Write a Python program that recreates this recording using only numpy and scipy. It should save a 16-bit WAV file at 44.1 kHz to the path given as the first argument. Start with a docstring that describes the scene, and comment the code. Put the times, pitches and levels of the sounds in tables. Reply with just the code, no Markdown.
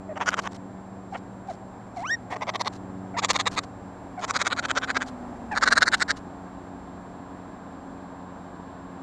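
"""Baby raccoon chittering outdoors

A baby raccoon on wooden boards, close by, chitters in five bouts. Each chit is a short rasp of uneven
throat pulses, coloured by the opening mouth. Thin coos lead into the bouts; one rises to a whistle.
Far engines drone over a low rumble and tyre hiss, one of them passing by. A camera whines faintly."""
import sys
import numpy as np
from scipy import signal
from scipy.fft import rfft, irfft
from scipy.io import wavfile
from scipy.ndimage import uniform_filter1d

SR = 44100
rng = np.random.default_rng(int(sys.argv[2]) if len(sys.argv) > 2 else 0)


def int16_out(signal):
    """Quantize to a 16-bit WAV file."""
    q = np.round(np.clip(np.atleast_2d(signal).T, -1, 1) * 32767)
    wavfile.write(sys.argv[1], SR, q.astype(np.int16))


N = 397782
TIME_S = np.arange(N) / SR

# Far engine partials. Each row: multiple of the firing rate, offset from the swell in dB, trend in dB/s.
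DRONE_PARTIALS = [(1, -7.5, -0.03), (2, 1, -0.28), (3, -5.5, 0.72), (4, -8.5, -0.4), (5, -14, 0.34),
                  (6, -17.5, -0.07)]
# Its swell on the moving air. Each row: time in seconds, level in dB.
DRONE_SWELL = [(0.0, -44.5), (2.41, -53), (2.99, -41.5), (4.7, -54.5), (5.9, -47), (9.02, -48)]
# Second far engine. Each row: time in seconds, pitch in Hz, level in dB.
ENGINE_HUM = [(0, 114.4, -55), (3, 113, -48.5), (9.02, 103.8, -66)]
# Outdoor rumble. Each row: frequency in Hz, relative density in dB.
RUMBLE_SPECTRUM = [(15, -40), (40, -1), (120, -4), (250, 4.5), (450, -6.5), (750, 0), (1100, -10.5),
                   (1900, -19.5), (2900, -32), (7000, -38), (10000, -44), (14000, -60)]
# Tyres on a far road. Each row: frequency in Hz, relative density in dB.
TYRE_SPECTRUM = [(300, -19), (1050, 4.5), (1350, -7), (1650, -4.5), (1950, -19.5), (2800, -23.5),
                 (4100, -23), (7000, -44), (14000, -77)]
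# Camera whine. Each row: frequency in Hz, level in dB.
WHINE_TONES = [(7418, -68), (9868, -85)]
# Coos. Each row: start in seconds, length in seconds, mid pitch in Hz, glide in octaves/s, level in dB.
COOS = [(0.087, 0.047, 629, -4, -33), (0.16, 0.028, 666, 25, -35), (1.122, .024, 756, 6, -33.5),
        (1.482, 0.0412, 723, -7.5, -30.5), (2.302, 0.073, 758, -0.8, -34.5), (2.471, 0.025, 763, 16, -30),
        (3.139, 0.028, 716, -7.5, -34), (3.164, 0.036, 1053, 16.5, -28), (3.218, .025, 800, 10, -31.5),
        (3.283, 0.0256, 886, 13, -33), (4.174, 0.033, 705, -7.5, -32.5), (5.51, 0.04, 838, -5.5, -29.5)]
# Head response to coo and whistle overtones. Each row: frequency in Hz, gain in dB.
OVERTONE_RESPONSE = [(1300, -1.5), (2100, 12.5), (2900, -4), (3800, -5), (4500, -16), (5800, 16),
                     (6900, 4.5), (9500, 1)]
# Mouth opening, head turning. Each row: time in seconds, resonance in Hz, treble against body in dB.
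MOUTH = [(.2, 950, -18.5), (.29, 1420, -9), (.48, 1050, -11.5), (1.16, 770, -37), (2.35, 820, -22),
         (2.55, 1000, -6.5), (3.28, 1140, -1.5), (3.59, 1220, -4), (4.24, 1030, -9), (4.37, 1370, -4.5),
         (5.02, 1560, -13), (5.58, 1310, -9.5), (6.05, 1800, -5)]
# Chits. Each row: peak time in seconds, level in dB, swell in seconds, release in seconds.
CHITS = [(.177, -29.5, 0.021, .005), (.214, -23, .015, 0.024), (0.288, -17, 0.03, 0.0077),
         (.344, -22, 0.029, 0.0035), (0.394, -21.5, .026, 0.0068), (.475, -26, 0.04, 0.0026),
         (1.156, -28, 0.019, 0.012), (2.326, -27.5, .023, .022), (2.366, -27.5, 0.01, .006),
         (2.424, -24.5, 0.017, .016), (2.494, -22, .025, 0.0097), (2.558, -24.5, 0.022, .008),
         (2.614, -21.5, .019, 0.0072), (2.676, -22.5, 0.028, 0.0067), (3.189, -27, .021, 0.014),
         (3.247, -21, .023, .013), (3.305, -18, .019, .013), (3.364, -20, 0.026, 0.0046),
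         (3.4, -23, 0.012, 0.019), (3.472, -19.5, .017, .012), (3.585, -21, 0.022, 0.011),
         (4.246, -24.5, 0.032, 0.0068), (4.31, -22, 0.033, 0.0047), (4.365, -20.5, .028, 0.01),
         (4.417, -21, .028, .011), (4.472, -20, .025, 0.0097), (4.528, -21.5, .027, 0.0093),
         (4.594, -22.5, 0.03, 0.0076), (4.656, -24, 0.031, 0.0052), (4.713, -19.5, .029, 0.0041),
         (4.777, -19, .025, .012), (4.838, -25.5, 0.023, .015), (4.905, -22, 0.03, 0.012),
         (4.971, -18.5, 0.025, 0.0078), (5.02, -25, .016, 0.016), (5.577, -19, 0.028, .01),
         (5.633, -15, 0.021, .014), (5.679, -15, 0.025, .012), (5.726, -13.5, 0.021, .012),
         (5.779, -13.5, 0.024, 0.0097), (5.826, -12.5, .018, .013), (5.882, -16.5, .025, .008),
         (5.941, -15.5, 0.024, .013), (6.024, -17, 0.026, 0.0074), (6.107, -19, 0.027, .012)]
# Chit timbre per bout. Each row: start in seconds, nasal dip in Hz, top frequency in Hz, throat modes.
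# Each mode: frequency in Hz, width in Hz, gain against the mouth resonance in dB.
BOUT_TIMBRES = [(0, 4280, 6500, [(1810, 680, -16.5), (2980, 450, -13.5), (4850, 500, -23),
                (6370, 3100, -16)]), (2.2, 1380, 5600, [(1920, 180, -5), (3540, 450, -9), (4500, 400, -18),
                (6300, 4100, -10.5)]), (3, 1436, 7060, [(1940, 560, -5), (3570, 360, -4), (4400, 1100, -16),
                (6200, 1200, -14)]), (4, 2790, 7630, [(1960, 960, -10), (3890, 440, 5), (4660, 540, -1),
                (6100, 1400, -3)]), (5.3, 2516, 8000, [(1570, 340, 0.5), (4020, 880, -3), (6400, 660, -20),
                (8150, 390, -27)])]
# Dry ticks. Each row: start in seconds, relative level in dB.
TICKS = [(.305, -24), (3.333, -22), (3.375, -24), (7.725, -46)]
# Hissy rasps around the bouts. Each row: start in seconds, length in seconds, level in dB.
RASPS = [(0.412, 0.058, -46), (.508, .032, -47.5), (0.54, .033, -46.5), (1.107, .095, -53.5),
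         (1.466, .098, -52), (1.947, 0.1, -49.5), (2.294, 0.064, -46.5), (2.717, 0.065, -50),
         (3.504, 0.06, -41.5), (3.626, 0.027, -46), (4.189, 0.032, -51), (5.058, .045, -47.5),
         (5.51, 0.042, -48.5), (5.964, .048, -46), (6.157, 0.039, -44)]
# Rasp and tick noise. Each row: frequency in Hz, relative density in dB.
RASP_SPECTRUM = [(1000, 10), (2600, -3.5), (4300, 0.5), (7000, -4), (9000, -13.5), (14000, -37)]
# Whistle contour. Each row: time in seconds, pitch in Hz, level ahead of the nasal dip in dB.
WHISTLE = [(1.964, 790, -28), (1.99, 664, -31.5), (2.023, 758, -33.5), (2.052, 1105, -28),
           (2.078, 1493, -18.5), (2.092, 1525, -18), (2.112, 1831, -19), (2.143, 1897, -19.5),
           (2.16, 1780, -26)]


def from_db(db):
    return 10 ** (np.asarray(db) / 20)


def curves(rows):
    """Each column after the time column, at every sample."""
    times_s, *columns = np.transpose(rows)
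    return [np.interp(TIME_S, times_s, column) for column in columns]


def add(out, start_s, x):
    i = max(int(start_s * SR), 0)
    out[i:i + len(x)] += x[:N - i]


def butter(x, hz, kind, order=4):
    return signal.sosfilt(signal.butter(order, hz, kind, fs=SR, output="sos"), x)


def resonance(x, hz, width_hz):
    """Two-pole band-pass, unity peak gain."""
    r = np.exp(-np.pi * width_hz / SR)
    feedback = [1, -2 * r * np.cos(2 * np.pi * hz / SR), r * r]
    return signal.lfilter(np.array([1, 0, -1]) * (1 - r * r) / 2, feedback, x)


def drift(rate_hz, size=N):
    """Random wander, spread about 1."""
    return np.interp(np.arange(size) * rate_hz / SR, np.arange(20000), rng.standard_normal(20000))


def shaped_noise(spectrum):
    """Steady noise, rms 1."""
    hz, db = np.transpose(spectrum)
    bins_hz = np.arange(N // 2 + 1) * SR / N
    gain = from_db(np.interp(np.log(bins_hz + 1), np.log(hz), db))
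    noise = irfft(gain * rfft(rng.standard_normal(N)), N)
    return noise / np.sqrt(np.mean(noise ** 2) + 1e-20)


def tone(hz):
    """Sine on a pitch curve, rms 1."""
    return np.sqrt(2) * np.sin(2 * np.pi * np.cumsum(hz) / SR)


def far_engines(firing_hz=96, sag_hz_per_s=0.61, waver_db=1.5):
    """Two engines sink slowly in pitch and waver in the moving air."""
    hz = firing_hz - sag_hz_per_s * TIME_S
    swell_db, = curves(DRONE_SWELL)
    drone = np.zeros(N)
    for multiple, offset_db, db_per_s in DRONE_PARTIALS:
        level_db = swell_db + offset_db + db_per_s * TIME_S + waver_db * drift(4.6)
        drone += from_db(level_db) * tone(multiple * hz)
    hum_hz, hum_db = curves(ENGINE_HUM)
    return drone + from_db(hum_db + waver_db * drift(8.5)) * tone(hum_hz)


def pass_by(closest_s=5.18, time_scale_s=0.6, max_shift=0.12):
    """Straight path: nearness (1 at the closest) and Doppler factor."""
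    along = (TIME_S - closest_s) / time_scale_s
    nearness = 1 / np.hypot(1, along)
    return nearness, 1 - max_shift * along * nearness


def passing_engine(firing_hz=69, firing_db=-53, whine_hz=248.7, whine_db=-40.5, waver_db=1.5):
    """Pitch drops as it passes; the whine fades with distance faster than the firing tone."""
    nearness, doppler = pass_by()
    firing = from_db(firing_db + waver_db * drift(7.4)) * tone(firing_hz * doppler)
    whine = tone(whine_hz * doppler * (1 + 0.021 * drift(40)))
    whine *= from_db(whine_db + waver_db * drift(20))
    return nearness * firing + nearness ** 2.5 * whine


def outdoors(rumble_db=-44.5, pass_rise_db=4.5, flutter_db=0.4, tyres_db=-56, tyres_db_per_s=0.88):
    """Rumble swells with the passing engine; far tyre hiss grows slowly."""
    nearness, _ = pass_by()
    rumble_gain = from_db(rumble_db + pass_rise_db * nearness - flutter_db * drift(9.2))
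    tyre_gain = from_db(tyres_db + tyres_db_per_s * TIME_S)
    return rumble_gain * shaped_noise(RUMBLE_SPECTRUM) + tyre_gain * shaped_noise(TYRE_SPECTRUM)


def camera_whine():
    """Two faint, steady high tones."""
    return sum(from_db(db) * tone(np.full(N, hz)) for hz, db in WHINE_TONES)


def mouth(at_s):
    """Mouth resonance in Hz and treble gain in dB."""
    times_s, hz, treble_db = np.transpose(MOUTH)
    return np.interp(at_s, times_s, hz), np.interp(at_s, times_s, treble_db)


def clear_voice(hz, overtone_db, jitter, db_per_harmonic=-9, air_db=-44):
    """Evenly swinging vocal folds with a little air; overtones flare as they cross head resonances."""
    hz = hz * (1 + jitter * drift(500, size=len(hz)))
    head_hz, head_db = np.transpose(OVERTONE_RESPONSE)
    overtones = sum(from_db(np.interp(k * hz, head_hz, head_db) + db_per_harmonic * (k - 2))
                    * tone(k * hz) for k in range(2, 6))
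    air = from_db(air_db) * butter(rng.standard_normal(len(hz)), 9000, "low") * (1 + tone(hz))
    return tone(hz) + from_db(overtone_db) * overtones + air


def coos(ref_overtone_db=-17.5, ref_mouth_hz=1065, db_per_octave=20):
    """Short gliding notes, richer in overtones as the mouth opens."""
    out = np.zeros(N)
    for start_s, length_s, pitch_hz, octaves_per_s, db in COOS:
        hz = pitch_hz * 2 ** (octaves_per_s * np.arange(-length_s / 2, length_s / 2, 1 / SR))
        mouth_hz, _ = mouth(start_s)
        overtone_db = ref_overtone_db + db_per_octave * np.log2(mouth_hz / ref_mouth_hz)
        note = clear_voice(hz, overtone_db, jitter=0.061)
        add(out, start_s, from_db(db) * signal.windows.tukey(len(hz), 0.35) * note)
    return out


def throat_pulses(size, pulse_hz=560, unevenness=0.42, spread_db=3, air_gain=0.018, puff_s=0.0038):
    """The folds slap shut at uneven moments; a turbulent puff follows each slap."""
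    gaps, strengths = rng.standard_normal((2, 100))
    slaps = (np.cumsum(np.exp(unevenness * gaps)) * SR / pulse_hz).astype(int)
    inside = slaps < size
    pulses = np.zeros(size)
    pulses[slaps[inside]] = from_db(spread_db * strengths[inside])
    puffs = signal.lfilter([1], [1, -np.exp(-1 / (puff_s * SR))], pulses)
    return pulses + air_gain * (puffs + 0.5) * rng.standard_normal(size)


def upper_throat(pulses, modes, detune=0.035, spread_db=3):
    """Upper resonances; tongue and nostrils shift a little for every chit."""
    shifts = rng.standard_normal((len(modes), 2)) * [detune, spread_db]
    return sum(from_db(db + shift_db) * resonance(pulses, hz * (1 + shift), width_hz)
               for (hz, width_hz, db), (shift, shift_db) in zip(modes, shifts))


def dip_and_rolloff(x, dip_hz, top_hz, dip_depth=0.87, floor_db=-24):
    """A nasal dip hollows one band; the treble falls off steeply above a top frequency set per bout."""
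    x = x - dip_depth * resonance(x, dip_hz, width_hz=400)
    return butter(x, top_hz, "low", order=8) + from_db(floor_db) * butter(x, 11000, "low")


def snout(x, decay_s=0.0008):
    """Tiny echoes in the snout smear each pulse: ragged treble."""
    echoes = 0.13 * rng.standard_normal(200) * np.exp(-TIME_S[:200] / decay_s)
    return x + signal.lfilter(echoes, [1], x)


def impose_envelope(x, envelope):
    """Even out the power over a few pulses, normalise, apply the envelope."""
    x = x / np.sqrt(uniform_filter1d(x * x, size=400) + 1e-12)
    return envelope * x / np.sqrt(np.average(x * x, weights=envelope ** 2))


def chitter(mouth_width_hz=280, chest_hz=620, chest_db=-11, split_hz=2700, flare_s=0.0056):
    """Each chit starts softly, swells as the mouth opens and snaps off; the treble flares late."""
    out = np.zeros(N)
    for peak_s, db, swell_s, release_s in CHITS:
        t = np.arange(-swell_s - 0.006, release_s + 0.0099, 1 / SR)
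        stages_s = [-swell_s - 0.002, -swell_s, -flare_s, 0, 0.6 * release_s, release_s,
                    release_s + 0.0093]
        onset_db = -29.5 + 0.42 * db
        body_env = from_db(np.interp(t, stages_s, [-50, onset_db - db, -4, 0, -4.5, -17, -50]))
        treble_env = from_db(np.interp(t, stages_s, [-50, -19.5, -8, 0, -2.5, -15, -50]))
        opening = np.clip(1 + t / swell_s, 0, 1)
        mouth_hz, treble_db = mouth(peak_s)
        _, dip_hz, top_hz, modes = [bout for bout in BOUT_TIMBRES if bout[0] <= peak_s][-1]

        pulses = throat_pulses(len(t))
        voice = opening * resonance(pulses, mouth_hz, mouth_width_hz)
        voice += (1 - opening) * resonance(pulses, 0.83 * mouth_hz, mouth_width_hz)  # half open
        voice += from_db(chest_db) * resonance(pulses, chest_hz, width_hz=500)
        voice += upper_throat(pulses, modes)
        voice = dip_and_rolloff(voice, dip_hz, top_hz)

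        body = butter(voice, split_hz, "low", order=7)
        body = impose_envelope(butter(body, 400, "high", order=2), body_env)
        treble = impose_envelope(snout(butter(voice, split_hz, "high", order=7)), treble_env)
        add(out, peak_s + t[0], from_db(db) * (body + from_db(treble_db) * treble))
    return out


def rasps_and_ticks(grain_db=5, grain_hz=360, tick_decay_s=0.0018):
    """Grainy voiceless hisses and a few dry ticks."""
    envelope = np.zeros(N)
    for start_s, length_s, db in RASPS:
        add(envelope, start_s, from_db(db) * signal.windows.tukey(int(length_s * SR), 0.5))
    envelope *= from_db(grain_db * drift(grain_hz))
    for start_s, db in TICKS:
        add(envelope, start_s, from_db(db) / 2 * np.exp(-TIME_S[:SR // 100] / tick_decay_s))
    return envelope * shaped_noise(RASP_SPECTRUM)


def whistle(attack_s=0.0065, release_s=0.013, dip_hz=1370):
    """A coo slides up into a whistle, thinning as it crosses the nasal dip."""
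    hz, db = curves(WHISTLE)
    fade_in = (TIME_S - WHISTLE[0][0]) / attack_s
    fade_out = (WHISTLE[-1][0] - TIME_S) / release_s
    gate = np.clip(np.minimum(fade_in, fade_out), 0, 1)
    note = clear_voice(hz, overtone_db=-19.5, jitter=0.0027)
    return gate * from_db(db) * (note - resonance(note, dip_hz, width_hz=970))


def scene(board_db=-17, board_delay_s=0.000713):
    """The raccoon and its reflection off the boards, over the background; mono."""
    voice = chitter() + coos() + whistle() + rasps_and_ticks()
    reflection = from_db(board_db) * np.interp(TIME_S - board_delay_s, TIME_S, voice)
    background = far_engines() + passing_engine() + outdoors() + camera_whine()
    return (voice + reflection + background)[None]


def record(dry):
    """Steep low-pass at 14.3 kHz."""
    return signal.sosfilt(signal.ellip(10, 0.1, 80, 14300, fs=SR, output="sos"), dry)


dry = scene()
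out = record(dry)
int16_out(out)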